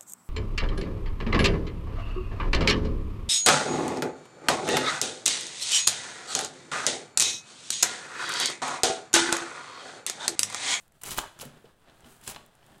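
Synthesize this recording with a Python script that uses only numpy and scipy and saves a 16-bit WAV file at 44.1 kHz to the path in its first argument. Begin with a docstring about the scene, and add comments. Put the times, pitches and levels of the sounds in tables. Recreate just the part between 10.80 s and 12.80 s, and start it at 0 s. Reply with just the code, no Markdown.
"""Splintered rod forced through a metal hub

A small room with a wooden floor, one microphone; the first echoes travel about 0.8 m further than
the direct sound. A broken fibreglass rod goes through the hub of a folding canopy frame in three pushes.
Random slips, filtered, make the rasp; noise bursts make the snaps and the sharp crack of the first push.
Poles knock as damped tones, and decaying sines ring for the loose fibres and the frame.
The cover rustles as filtered grains, and echoes of decaying noise and a low room tone lie around it all."""
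import sys
import numpy as np
from scipy import signal
from scipy.fft import rfft, irfft
from scipy.io import wavfile
from scipy.ndimage import uniform_filter1d

SR = 44100
rng = np.random.default_rng(int(sys.argv[2]) if len(sys.argv) > 2 else 0)


def dump(signal):
    """Clip the signal to [-1, 1] and save it as 16-bit WAV at the path in sys.argv[1]."""
    limited = np.clip(np.atleast_2d(signal).T, -1, 1)
    pcm = np.round(limited * 32767).astype(np.int16)
    wavfile.write(sys.argv[1], SR, pcm)


N = 88200

# Spectra named *_COLOUR give relative shape: (frequency [Hz], level [dB])
# Steady sound of the place
ROOM_TONE_COLOUR = [(20, 13), (40, -1), (70, 3.5), (130, 3), (300, -10), (1000, -28), (3000, -30.5),
                    (16000, -54)]
ROOM_TONE_DB = -67
# Hands on the gear: (time [s], cover rustle level [dB], sliding hiss level [dB])
HANDLING_LEVELS = [(0, -66.5, -61.5), (.11, -71.5, -82), (.155, -64.5, -70), (.195, -70.5, -72.5),
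                   (.5, -76, -71), (.57, -57.5, -71), (.72, -58, -72), (.78, -57.5, -71), (.82, -65, -71.5),
                   (.88, -57.5, -72), (.96, -70.5, -76.5), (1.02, -64.5, -74.5), (1.09, -58, -74.5),
                   (1.17, -61.5, -69), (1.23, -58, -71), (1.26, -55.5, -63.5), (1.32, -58, -57.5),
                   (1.39, -61.5, -65), (1.6, -58.5, -70), (1.72, -65, -75), (1.8, -62.5, -73.5),
                   (1.92, -57, -67.5), (2, -61.5, -71)]
# Rustling cover
COVER_COLOUR = [(40, -2), (80, 0), (140, 5), (300, 0), (500, -1.5), (700, 0.5), (1000, -3.5), (1700, -4),
                (2200, -12), (3200, -9.5), (5000, -18), (16000, -39)]
# Rod sliding lightly
SLIDE_COLOUR = [(300, -19), (1500, -5), (3000, -2), (5500, -3.5), (8500, 3.5), (11500, -1.5), (13500, -3.5),
                (16000, -3)]
RUSTLES_PER_S, RUSTLE_SPREAD_DB = 4000, 2.5
# Echoes by band: (frequency [Hz], time to fall 60 dB [s], echo level [dB])
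ROOM_BANDS = [(100, 0.41, -12), (400, 0.41, -7.5), (1130, 0.33, -12), (3100, 0.42, -10), (8000, 0.42, -14),
              (16000, 0.26, -36)]
FIRST_ECHO_S, ECHO_BUILD_S = 0.0023, 0.0063
# Fibres snapping: (time [s], level as energy over 1 ms [dB], burst decay [ms], low-pass [Hz])
FIBRE_SNAPS = [(.0625, -66, 0.51, 14000), (0.08, -56.5, .6, 14000), (.1215, -55.5, 2, 14000),
               (0.2184, -41, 0.61, 16000), (0.2353, -27, 3.3, 14500), (0.2868, -32, 0.4, 11100),
               (.308, -29, 1.8, 13000), (.368, -50, 1, 14100), (.41, -58, 1.2, 8900),
               (.4165, -39, 1.7, 9000), (.5908, -40.5, 1.4, 7850), (.6103, -61, .8, 9000),
               (0.6173, -33, 1.3, 15200), (0.6524, -39, 2.1, 17000), (.6875, -60, .7, 16000),
               (.773, -59, .8, 10000), (1.2066, -52.5, 0.76, 9000), (1.414, -50.5, .7, 14000),
               (1.4776, -26.5, 0.27, 10200), (1.663, -49.5, 0.55, 17000), (1.7528, -54, 0.65, 11900),
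               (1.8648, -53.5, 1.5, 14000), (1.956, -62, 0.54, 10000), (1.982, -56.5, 0.51, 14900)]
# Snapping fibre
SNAP_COLOUR = [(300, -9), (2000, -2.5), (4200, -16), (7500, 0), (11500, -1.5), (14000, -4.5), (16000, 1)]
# Rod cracking and catching on the rim: (time [s], level as energy over 1 ms [dB], burst decay [ms],
# low-pass [Hz])
ROD_CRACKS = [(.3829, -21.5, 0.24, 14000), (0.3893, -20, 0.3, 6860), (0.3905, -24.5, 3, 7900),
              (.599, -37.5, 0.92, 6000), (.855, -52.5, 5.7, 3400), (.885, -64, 2.5, 3000),
              (1.051, -73, 2.5, 3800), (1.089, -56.5, 1.6, 4000), (1.098, -50.5, 2, 4000),
              (1.2453, -47, 3.3, 3840), (.2385, -35, 10, 2580), (1.5475, -39, 1.2, 4200),
              (1.5616, -32, 1.9, 3470), (1.565, -39, 5.9, 3200), (1.829, -55, 1.7, 3500)]
# Cracking rod
CRACK_COLOUR = [(100, 0), (550, -7), (1000, 1), (2000, -5), (3100, 5), (4500, 0), (10000, 6), (16000, 11)]
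# Loose fibres: pitch range [Hz], time to fall 60 dB [s], level [dB]
SPLINTER_HZ, SPLINTER_T60_S, SPLINTER_DB = (2525, 13180), 0.044, -9.5
# Modes of the frame: (frequency [Hz], level relative to RING_DB [dB], time to fall 60 dB [s])
FRAME_MODES = [(445, 1, 0.74), (686, -4, 0.9), (862, -0.5, 0.1), (940, -18.5, 1), (1052, 1.5, 0.17),
               (1125, 4.5, 0.26), (1400, -2, 0.9), (1417, -4.5, 0.75), (1513, -20, 0.18), (1644, 1.5, 0.13),
               (2810, -21, 0.079), (3255, -18, 0.088), (3210, -32, 0.46), (3430, 2, 0.57)]
RING_DB = -3
# Three pushes, one list each: (time [s], fibre rasp level [dB], rod body level [dB])
PUSH_LEVELS = [
    [(.214, -50.5, -60), (.236, -60, -55), (.256, -40, -45.5), (.283, -39.5, -39.5), (.304, -38, -44),
     (.311, -34.5, -42), (.335, -38, -40.5), (.364, -47, -50), (.376, -32, -34), (.392, -34.5, -28.5),
     (.42, -48.5, -62), (.48, -60.5, -50)],
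    [(.583, -66, -62), (.596, -47.5, -52), (.616, -37.5, -45), (.634, -52, -50), (.66, -52, -52.5),
     (.71, -72, -64)],
    [(1.41, -69, -59.5), (1.445, -52, -57), (1.468, -47.5, -55), (1.481, -36.5, -40), (1.5, -38, -42.5),
     (1.516, -41, -43.5), (1.53, -51, -48.5), (1.57, -58, -52.5), (1.62, -89, -78)],
]
# Fibres rasping on the rim
RASP_COLOUR = [(300, -33), (1200, -8.5), (2200, -2.5), (3200, 0.5), (4500, -2.5), (7800, -2), (11500, -4.5),
               (13500, -11.5), (16000, -10)]
# Body of the shaken rod
BODY_COLOUR = [(30, -0.5), (60, 2), (150, -0.5), (300, -5), (550, -5.5), (850, -2.5), (1400, -2.5),
               (2000, -5), (3200, -6), (5000, -15), (12000, -41)]
GRAINS_PER_S, GRAIN_SPREAD_DB = 7000, 2
JUDDER_SMOOTHING_MS, JUDDER_RMS_DB = 4.48, 2.0
# Poles knocking together: (time [s], level as energy over 1 ms [dB], pitch [Hz], decay [ms])
POLE_KNOCKS = [(.386, -17.5, 1090, 0.55), (0.291, -36, 190, 20), (.305, -40, 233, 15),
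               (0.385, -31, 137.5, 8.5), (0.6306, -33, 533, 4.3), (.655, -34.5, 241.3, 20),
               (.663, -35.5, 147.7, 20), (0.734, -45, 155, 22), (.765, -48.5, 407, 20),
               (.843, -39.5, 457, 6.4), (1.235, -44, 67, 16), (1.256, -41.5, 240, 28),
               (1.569, -37, 950, 0.67), (1.487, -41, 388, 3.3), (1.635, -48, 200, 9.2),
               (1.964, -46, 158, 17)]
KNOCK_RISE_MS, KNOCK_RATTLE_RMS = .15, 0.41  # rattle against a sine of amplitude 1
# Chatter of the freed rod: (time [s], level [dB])
SHUDDER_LEVELS = [(.393, -55), (.41, -50), (.44, -40), (.46, -50.5), (.49, -58), (.55, -72)]
# Chattering rod
SHUDDER_COLOUR = [(300, -28.5), (600, -6), (750, -6), (950, 2), (1150, -4), (1400, -8), (1650, -5),
                  (2100, -14), (6000, -46)]
SHUDDERS_PER_S, SHUDDER_SPREAD_DB = 1100, 2.5
TOP_HZ = 15800  # upper limit of the recorder


def undb(db):
    """Decibels to amplitude."""
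    return 10 ** (np.asarray(db) / 20)


def unit(x):
    """Scale to an RMS of 1."""
    return x / np.sqrt(np.mean(x ** 2))


def curve(rows, axis):
    """Gain from one dB column of a timed table, silent outside it."""
    rows = np.array(rows)
    db = np.interp(np.arange(N) / SR, rows[:, 0], rows[:, axis], left=-200, right=-200)
    return undb(db)


def on_log(hz, rows, axis=1):
    """One column of a table, read along log frequency."""
    rows = np.array(rows)
    return np.interp(np.log(hz + 1), np.log(rows[:, 0]), rows[:, axis])


def colour(x, spectrum):
    """Causal, minimum-phase filter with the given spectrum, by folding its cepstrum."""
    n = 2 * len(x)
    hz = np.arange(n // 2 + 1) * SR / n
    cepstrum = irfft(np.log(undb(on_log(hz, spectrum))))
    cepstrum[1:n // 2] *= 2
    cepstrum[n // 2 + 1:] = 0
    response = np.exp(rfft(cepstrum))
    return irfft(rfft(x, n) * response)[:len(x)]


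def dull(x, hz, order=3):
    """Low-pass that takes away the treble."""
    sos = signal.butter(order, min(hz, .45 * SR), fs=SR, output="sos")
    return signal.sosfilt(sos, x)


def add(track, start, sound, db):
    """Lay in a short sound with the energy of 1 ms at the given level."""
    i = int(max(start, 0) * SR)
    sound = sound * undb(db) * np.sqrt(SR / 1000 / np.sum(sound ** 2))
    track[i:i + len(sound)] += sound[:max(N - i, 0)]


def grains(per_s, spread_db):
    """Random tiny slips of either sign, most weak and a few strong."""
    chance = rng.random(N)
    size = np.minimum(rng.exponential(size=N), 5)
    return (chance < per_s / SR) * rng.choice([-1, 1], N) * undb(spread_db * size)


def room_tone():
    """Steady noise of the place, weighted to the bass."""
    return undb(ROOM_TONE_DB) * unit(colour(rng.standard_normal(N), ROOM_TONE_COLOUR))


def handling():
    """The cover rustles and the rod slides lightly, as two streams of tiny slips."""
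    rustle = unit(colour(grains(RUSTLES_PER_S, RUSTLE_SPREAD_DB), COVER_COLOUR))
    slide = unit(colour(grains(GRAINS_PER_S, RUSTLE_SPREAD_DB), SLIDE_COLOUR))
    return rustle * curve(HANDLING_LEVELS, axis=1) + slide * curve(HANDLING_LEVELS, axis=2)


def room(x):
    """Diffuse echoes: noise in blended bands that build up together, each dying at its own rate."""
    t = np.arange(N // 2) / SR
    noise = rfft(rng.standard_normal(len(t)))
    hz = np.arange(len(t) // 2 + 1) * SR / len(t)
    onset = 1 - np.exp(-np.maximum(t - FIRST_ECHO_S, 0) / ECHO_BUILD_S)
    centres = np.log(np.array(ROOM_BANDS)[:, 0])
    response = 0
    for (_, t60, db), own in zip(ROOM_BANDS, np.eye(len(ROOM_BANDS))):
        band = np.interp(np.log(hz + 1), centres, own)  # 1 at its own centre, 0 at the others
        shape = onset * np.exp(-np.log(1000) * t / t60)
        shape = shape / np.sqrt(np.sum(shape ** 2))
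        response = response + irfft(noise * band, len(t)) * shape * undb(db)
    return signal.fftconvolve(x, response)[:N]


def burst(decay_ms, size=2048):
    """One fracture: a spike and a quickly dying crackle."""
    ms = np.arange(size) / SR * 1000
    x = rng.standard_normal(size) * np.exp(-ms / decay_ms)
    x[0] = 4.9
    return x


def fractures():
    """Bright snaps of single fibres and fuller cracks of the rod."""
    out = np.zeros(N)
    for table, spectrum in (FIBRE_SNAPS, SNAP_COLOUR), (ROD_CRACKS, CRACK_COLOUR):
        for start, db, decay_ms, hz in table:
            fracture = colour(burst(decay_ms), spectrum)
            add(out, start, dull(fracture, hz), db)
    return out


def splinters(x, count=64):
    """Loose fibres of many lengths ring briefly as they are plucked."""
    t = np.arange(N // 16) / SR
    hz = np.geomspace(*SPLINTER_HZ, count) * (1 + 0.0312 * rng.standard_normal(count))
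    cycles = hz[:, None] * t + rng.random((count, 1))
    rate = np.log(1000) / SPLINTER_T60_S
    ring = np.sin(2 * np.pi * cycles).sum(0) * 2 * rate / SR * np.exp(-rate * t)
    return undb(SPLINTER_DB) * signal.fftconvolve(x, ring)[:N]


def frame(x):
    """The frame's modes, decaying sines, ring with every contact."""
    t = np.arange(N // 3) / SR
    ring = 0
    for hz, db, t60 in FRAME_MODES:
        rate = np.log(1000) / t60
        gain = undb(db + RING_DB) * 2 * rate / SR  # sets the level at resonance
        ring = ring + gain * np.exp(-rate * t) * np.sin(2 * np.pi * hz * t)
    return signal.fftconvolve(x, ring)[:N]


def scrapes():
    """Fibres catch on the rim in slips of juddering strength and shake the rod."""
    wander = uniform_filter1d(rng.standard_normal(N), int(SR * JUDDER_SMOOTHING_MS / 1000))
    slips = grains(GRAINS_PER_S, GRAIN_SPREAD_DB) * undb(JUDDER_RMS_DB * unit(wander))
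    rasp = unit(colour(slips, RASP_COLOUR)) * sum(curve(p, axis=1) for p in PUSH_LEVELS)
    body = unit(colour(slips, BODY_COLOUR)) * sum(curve(p, axis=2) for p in PUSH_LEVELS)
    return rasp + body


def knocks(size=8192):
    """Poles knock under the cover: damped sines with a rattle of noise around each pitch."""
    out = np.zeros(N)
    t = np.arange(size) / SR
    ms = t * 1000
    for start, db, hz, decay_ms in POLE_KNOCKS:
        noise = dull(rng.standard_normal(size), hz / 2)
        rattle = unit(noise * np.cos(2 * np.pi * hz * t))
        tone = np.sin(2 * np.pi * hz * t)
        shape = (1 - np.exp(-ms / KNOCK_RISE_MS)) ** 2 * np.exp(-ms / decay_ms)
        add(out, start, shape * (tone + KNOCK_RATTLE_RMS * rattle), db)
    return out


def shudder():
    """The freed rod chatters in the hub just after the crack, as sparser slips."""
    chatter = colour(grains(SHUDDERS_PER_S, SHUDDER_SPREAD_DB), SHUDDER_COLOUR)
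    return unit(chatter) * curve(SHUDDER_LEVELS, axis=1)


def scene():
    """All contacts, the ringing fibres and frame, the handling and the room, in one channel."""
    contacts = scrapes() + fractures() + knocks() + shudder()
    direct = contacts + splinters(contacts) + frame(contacts) + handling()
    tone = room_tone()
    return (direct + room(direct) + tone)[None]


def record(dry):
    """The recorder cuts the top with a steep low-pass."""
    sos = signal.ellip(10, .2, 70, TOP_HZ, fs=SR, output="sos")  # 0.2 dB ripple, 70 dB rejection
    return signal.sosfilt(sos, dry)


dry = scene()
out = record(dry)
dump(out)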